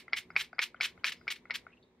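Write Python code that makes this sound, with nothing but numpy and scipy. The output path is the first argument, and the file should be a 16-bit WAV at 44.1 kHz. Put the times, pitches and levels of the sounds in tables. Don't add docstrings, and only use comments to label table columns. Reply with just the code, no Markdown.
import sys
import numpy as np
from scipy import signal
from scipy.fft import rfft, irfft
from scipy.io import wavfile

SR = 44100
rng = np.random.default_rng(int(sys.argv[2]) if len(sys.argv) > 2 else 0)


def persist_wave(psi):
    counts = np.round(np.clip(psi, -1, 1) * 32767).astype(np.int16)
    wavfile.write(sys.argv[1], SR, np.atleast_2d(counts).T)


N = 88200
LEAD = SR // 10
M = N + LEAD

# frequency in Hz, relative level in dB.
RATTLE_COLOUR = [(400, -30), (900, -10), (1500, 0), (2250, -3), (3000, -5.5), (4500, -10), (5600, -11.5),
                 (6500, -30.5)]


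def amp(db):
    return 10 ** (np.asarray(db) / 20)


def rms_one(x):
    return x / np.sqrt(np.mean(x ** 2) + 1e-20)


def at_hz(points, size):
    hz, value = np.transpose(points)
    grid_hz = np.fft.rfftfreq(size, 1 / SR) + 1
    return np.interp(np.log(grid_hz), np.log(hz), value)


def colour(x, spectrum):
    size = x.shape[-1]
    return rms_one(irfft(rfft(x) * amp(at_hz(spectrum, size)), size))


def diffuse(size, likeness):
    mid, side = rfft(rng.standard_normal((2, size)))
    alike = np.clip(at_hz(likeness, size), -1, 1)
    shared = np.sqrt(1 + alike) * mid
    opposed = np.sqrt(1 - alike) * side * [[1], [-1]]
    return irfft((shared + opposed) / np.sqrt(2), size)


def drift(rate):
    r = np.exp(-2 * np.pi * rate / SR)
    slow = signal.lfilter([1], [1, -2 * r, r * r], rng.standard_normal(M + SR))
    return rms_one(slow[SR:])


def cut(x, hz, kind):
    return signal.sosfilt(signal.butter(6, np.clip(hz, 20, 20000), kind, fs=SR, output="sos"), x)


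def pan(db):
    return amp([[db / 2], [-db / 2]])


def ring(clicks, hz, t60):
    r, w = amp(-60 / (t60 * SR)), 2 * np.pi * hz / SR
    return signal.lfilter([0, np.sin(w)], [1, -2 * r * np.cos(w), r * r], clicks + 1e-18)


def strike(click, modes):
    return sum(amp(db) * ring(click, hz, t60) for hz, db, t60 in modes)


def resonance(x, hz, width_hz):
    r = np.exp(-np.pi * width_hz / SR)
    a = [1, -2 * r * np.cos(2 * np.pi * hz / SR), r * r]
    once = signal.lfilter([1, 0, -1], a, x)
    return rms_one(signal.lfilter([1, 0, -1], a, once))


def add(out, s, sound):
    i = LEAD + int(s * SR)
    out[:, i:i + sound.shape[-1]] += sound[:, :M - i]


def background():
    # frequency in Hz, rms level in dB.
    hum_tones = [(242.2, -70.5), (371.4, -74.5)]
    # frequency in Hz, relative level in dB.
    floor_colour = [(42, -15.5), (55, -5.5), (120, -9.5), (180, -3), (450, -2), (700, -12.5), (1000, -11),
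                    (1450, -19), (2050, -15), (2800, -23), (3800, -21.5), (5000, -30.5), (6500, -31.5),
                    (15700, -49.5)]
    # frequency in Hz, left-right likeness (no unit).
    floor_likeness = [(60, 1.0), (380, 0.88), (950, 0.63), (2380, 0.15), (5980, -0.52), (15000, -0.72)]
    # frequency in Hz, relative level in dB.
    rumble_colour = [(30, -31.5), (55, 4), (110, 2), (180, 6), (320, -41)]
    # time in seconds, level in dB.
    rumble_course = [(0.0, -77), (0.3, -66.5), (0.64, -71), (1.05, -75.5), (1.15, -68), (1.6, -75.5),
                     (2.0, -70.5)]
    floor_db, floor_wander_db = -65.5, 1.2
    rumble_wander_db, wander_hz = 3.5, 6.0
    fade_from_s, fade_db_per_s = 1.61, -9.5

    t = (np.arange(M) - LEAD) / SR
    hum = sum(amp(db) * resonance(rng.standard_normal(M), hz, 13) for hz, db in hum_tones)
    wander = drift(wander_hz)
    floor = amp(floor_db + floor_wander_db * wander) * colour(diffuse(M, floor_likeness), floor_colour)
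    rumble_db = np.interp(t, *np.transpose(rumble_course)) + rumble_wander_db * wander
    rumble = amp(rumble_db) * colour(rng.standard_normal(M), rumble_colour)
    return (floor + hum + rumble) * amp(fade_db_per_s * np.maximum(t - fade_from_s, 0))


def flow(start, swell, end, shut):
    dribble_db, dribble_s = -9, 0.019
    t = (np.arange(M) - LEAD) / SR
    after = np.maximum(t - end, 0)
    closing = np.exp(-after / shut)
    dribble = amp(dribble_db) * np.exp(-after / dribble_s)
    rise = np.clip((t - start) / swell, 0, 1) ** 0.88
    return rise * np.maximum(closing, dribble)


def spray():
    # start in seconds, swell in seconds, shutting time in seconds,
    # jet level in dB, mist level in dB, jet left over right in dB.
    spurts = [(-.06, 0.004, -0.031, -29.5, -43, -4), (.152, .002, 0.17, -66, -66, -1),
              (.163, 0.006, 0.19, -35.5, -51, -0.5), (.368, 0.002, .391, -44, -59, -1),
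              (0.389, 0.0086, 0.42, -34, -51, -0.5), (.441, 0.0054, .447, -47.5, -66, 2),
              (0.594, 0.0037, 0.67, -55, -69, 3.5), (0.614, 0.011, 0.64, -31.5, -48.5, 0),
              (0.812, 0.0021, 0.81, -21.5, -48, 1.2), (0.827, 0.0044, 0.86, -32.5, -50.5, -0.1),
              (.884, .003, .892, -52, -69, .6), (1.043, .003, 1.069, -38, -55, .9),
              (1.062, .008, 1.0965, -34.5, -54, .9), (1.1165, .005, 1.127, -37.5, -58, .6),
              (1.28, 0.0021, 1.255, -35, -48, -12), (1.302, 0.0028, 1.325, -35.5, -51.5, 1.7),
              (1.356, .004, 1.3645, -48, -67, .9), (1.537, 0.018, 1.561, -35, -51.5, 2)]
    # frequency in Hz, relative level in dB.
    jet_colour = [(290, -67), (600, -30), (1740, -0.5), (2670, 2), (3720, 0.5), (4610, -5), (5460, -7),
                  (7500, -19), (9300, -51.5)]
    # frequency in Hz, relative level in dB.
    mist_colour = [(6000, -5.5), (7650, -3.5), (9400, -2.5), (11000, -8), (13000, -4.5), (15600, -16.5)]
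    drops_per_s, drop_spread_db = 5100, 0.5
    sputter_db, mist_flicker_db, sputter_hz = 1.3, 1.5, 110
    jet_shut_s, mist_shut_s, mist_lag_s = .002, 0.0089, 0.005
    mist_width = 0.78

    sizes = amp(drop_spread_db * np.minimum(rng.exponential(1, M), 4)) * rng.choice([-1, 1], M)
    drops = sizes * (rng.random(M) < drops_per_s / SR)
    drops = colour(drops, [(200, -44.5)] + jet_colour + [(9500, -58.5)])
    sputter = amp(sputter_db * drift(sputter_hz))

    mid, side = colour(rng.standard_normal((2, M)), [(4500, -55.5)] + mist_colour)
    fine = mid + mist_width * side * [[1], [-1]]
    flicker = amp(mist_flicker_db * drift(sputter_hz))

    jet_power, mist_power = 0, 0
    for start, swell, end, jet_db, mist_db, lr in spurts:
        jet_power = jet_power + (amp(jet_db) * pan(lr) * flow(start, swell, end, jet_shut_s)) ** 2
        mist_power = mist_power + (amp(mist_db) * flow(start, swell + mist_lag_s, end, mist_shut_s)) ** 2
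    return sputter * np.sqrt(jet_power) * drops + flicker * np.sqrt(mist_power) * fine


def ticks():
    # time in seconds, level in dB, tilt in dB per octave, upper modes in dB,
    # left over right in dB.
    taps = [(.080, -42, 6, -24, 2), (0.125, -38.5, -11, -13.5, 2), (0.303, -39, 11, -24, 1),
            (0.3533, -51, 16, -18, 8), (.356, -37.5, 22, -14, 1), (0.5295, -40, -10, -19, 1.5),
            (0.5831, -33.5, 4, -20, 2.5), (.744, -40, -7.5, -26, 3.5), (.802, -38.5, -10.5, -10.5, 3.5),
            (.976, -48, -6.5, -29.5, 5.5), (1.036, -45, 2.5, -18, 4.5), (1.212, -50.5, -5, -28, 5),
            (1.2696, -44, -6, -22, 5), (1.454, -45, 3.5, -32.5, 2), (1.4984, -35, 1, -34.5, 3),
            (1.666, -44.5, -10, -32.5, 4)]
    # frequency in Hz, level in dB, t60 in seconds.
    low_modes = [(726, -20, 0.017), (1450, -1, 0.015), (2144, -1, 0.016), (2370, -15, 0.010)]
    # frequency in Hz, level in dB, t60 in seconds.
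    high_modes = [(3700, -12, .008), (4800, -3, 0.019), (5200, -13.5, 0.014)]
    detune, scatter_db = .02, 2.5
    bounce_s, bounce_db = .0015, -5
    rattle_db, rattle_s = -20, 0.052
    thin_hz, soft_hz = 579, 2455

    def vary(modes):
        chance = rng.standard_normal((len(modes), 2))
        return [(hz * (1 + detune * a), db + scatter_db * b, t60)
                for (hz, db, t60), (a, b) in zip(modes, chance)]

    out, t = np.zeros((2, M)), np.arange(SR // 10) / SR
    click = (t == 0) + amp(bounce_db) * (np.arange(len(t)) == int(bounce_s * SR))
    for s, db, tilt_db, upper_db, lr in taps:
        upper = cut(strike(click, vary(high_modes)), 2900, "high")
        tilted = [(hz, d + tilt_db * np.log2(hz / 1700), t60) for hz, d, t60 in low_modes]
        low = cut(strike(click, vary(tilted)), thin_hz, "high")
        rattle = amp(rattle_db) * colour(rng.standard_normal(len(t)), RATTLE_COLOUR) * np.exp(-t / rattle_s)
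        dull = cut(cut(low + rattle, soft_hz, "low"), soft_hz, "low")
        add(out, s, pan(lr) * amp(db) * (dull + amp(upper_db) * upper))
    return out


def bubbles():
    # start in seconds, level in dB, pitch in Hz, length in seconds,
    # initial glide in Hz per second.
    bubble_list = [(0.094, -65, 3120, 0.0073, -3), (.097, -70, 4500, 0.0052, 0),
                   (0.306, -68.5, 5090, 0.014, -9000), (0.545, -71, 4800, 0.014, 0),
                   (0.76, -63.5, 3107, 0.01, 0), (.995, -70.5, 3100, 0.011, -2),
                   (1.168, -72.5, 5250, 0.07, -9000), (1.687, -62, 2040, 0.0095, 3005),
                   (1.700, -67.5, 2200, 0.014, 3001), (1.718, -62.5, 2570, 0.0063, 5002),
                   (1.726, -59.5, 2640, 0.016, 0), (1.768, -65, 2730, 0.015, 3001),
                   (1.826, -69, 3734, 0.019, -5000), (1.827, -68.5, 4470, 0.013, 3000.5),
                   (1.852, -79, 3810, 0.048, -2)]
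    width_hz, attack_s = 340, 0.0017
    out, t = np.zeros((2, M)), np.arange(SR // 5) / SR
    r = np.exp(-np.pi * width_hz / SR)
    for s, db, hz, length, glide in bubble_list:
        a, b = signal.lfilter([1], [1, -2 * r, r * r], rng.standard_normal((2, len(t))))
        glided = glide * length * (t - length * (1 - np.exp(-t / length)))
        phase = 2 * np.pi * (hz * t + glided)
        rush = rms_one(a * np.cos(phase) + b * np.sin(phase))
        envelope = np.minimum(t / attack_s, 1) * np.exp(-(t / length) ** 2)
        add(out, s, np.ones((2, 1)) * amp(db) * rush * envelope)
    return out


def snaps():
    # time in seconds, level in dB, head pitch in Hz, left over right in dB,
    # hold in seconds, body modes in dB, upper modes in dB, bounces and rattle in dB.
    snap_list = [(0.132, -17, 2183, 0.5, 0.0019, -7.5, 1.5, 2),
                 (0.3635, -13, 2320, 0, 0.0019, -1, -11, -1.5), (0.5912, -16.5, 2263, 0, 0.0019, 5, 2, 1),
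                 (0.809, -17.5, 2305, 1.2, 0.0018, -1.5, 3, -0.5),
                 (1.0432, -14.5, 2300, 1.3, 0.00059, -4.5, 2, 2),
                 (1.2788, -20.5, 2270, 2.5, 0.0017, 2.5, -30, 1.5),
                 (1.507, -22, 2154, 3, 0.0017, 1.5, -7, 2.5)]
    # frequency in Hz, level in dB, t60 in seconds.
    body_modes = [(516, -35, 0.047), (1073, -21, 0.0037), (1420, -16, 0.0054)]
    # frequency in Hz, level in dB, t60 in seconds.
    bright_modes = [(3420, -15, 0.0012), (4390, -9.5, 0.0034), (4805, -12, 0.0024)]
    # delay in seconds, level in dB, dying time in seconds.
    rebounds = [(.0047, -12.5, 0.0047), (.0095, -16.5, .004)]
    upper_late_s, damp_s, sing_low_hz = .0008, 0.00098, 1270
    rattle_db, rattle_s = -16.5, 0.0089

    out, t = np.zeros((2, M)), np.arange(SR // 10) / SR
    body = strike(1. * (t == 0), body_modes)
    late_click = 1. * (np.arange(len(t)) == int(upper_late_s * SR))
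    upper = cut(strike(late_click, bright_modes), 1900, "high")
    for s, db, hz, lr, hold, body_db, upper_db, bounce_db in snap_list:
        sing = np.sin(2 * np.pi * hz * t) * np.exp(-np.maximum(t - hold, 0) / damp_s)
        sound = cut(sing, sing_low_hz, "high") + amp(body_db) * body + amp(upper_db) * upper
        for (delay, d, dying), chance in zip(rebounds, rng.standard_normal(len(rebounds))):
            since = np.maximum(t - delay * (1 + 0.022 * chance), 0)
            tone = np.sin(2 * np.pi * hz * (1 + 0.055 * chance) * since)
            sound = sound + amp(d + bounce_db) * tone * np.exp(-(since / dying) ** 2)
        rattle = colour(rng.standard_normal(len(t)), RATTLE_COLOUR) * np.exp(-t / rattle_s)
        sound = sound + amp(rattle_db + bounce_db) * rattle
        add(out, s, pan(lr) * amp(db) * sound)
    return out


def pump_head():
    low_hz, high_hz = 340, 5600
    top = signal.ellip(6, .5, 38, high_hz, fs=SR, output="sos")
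    return signal.sosfilt(top, cut(ticks() + snaps(), low_hz, "high"))


def room(x):
    # centre in Hz, t60 in seconds, level in dB.
    bands = [(372.5, 0.13, -10.5), (890, 0.2, -13), (2200, 0.18, -17.5), (4500, 0.13, -17),
             (8600, 0.072, -4.5), (13000, 0.039, -1.5), (14960, .04, -7)]
    # frequency in Hz, left-right likeness (no unit, held within -1 to 1).
    tail_image = [(60, 0.74), (550, 0.036), (1650, 0.96), (4970, -0.19), (15000, -1.2)]
    first_echo_s = 0.0035
    t = np.arange(SR // 2) / SR
    noise, tail = diffuse(len(t), tail_image), 0
    for k, (_, t60, db) in enumerate(bands):
        band = colour(noise, [(hz, 0 if j == k else -40) for j, (hz, _, _) in enumerate(bands)])
        share = np.sum(noise * band) / np.sum(band ** 2)
        decay = amp(-60 * t / t60) * (t > first_echo_s)
        tail = tail + amp(db) * share * band * decay / np.sqrt(np.sum(decay ** 2))
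    return signal.fftconvolve(x.mean(0)[None], tail, axes=1)[:, :M]


def scene():
    # frequency in Hz, lead of the left in radians.
    port_phase = [(100, 0.43), (3000, 0.0056), (5500, 0.84), (8000, 1.8), (15000, 1.3)]
    bottle = spray() + bubbles() + pump_head()
    turn = np.exp(.5j * at_hz(port_phase, M) * [[1], [-1]])
    near = irfft(rfft(bottle) * turn, M)
    return (near + room(bottle) + background())[:, LEAD:]


def record(dry):
    return signal.sosfilt(signal.ellip(12, .5, 70, 15700, fs=SR, output="sos"), dry)


dry = scene()
out = record(dry)
persist_wave(out)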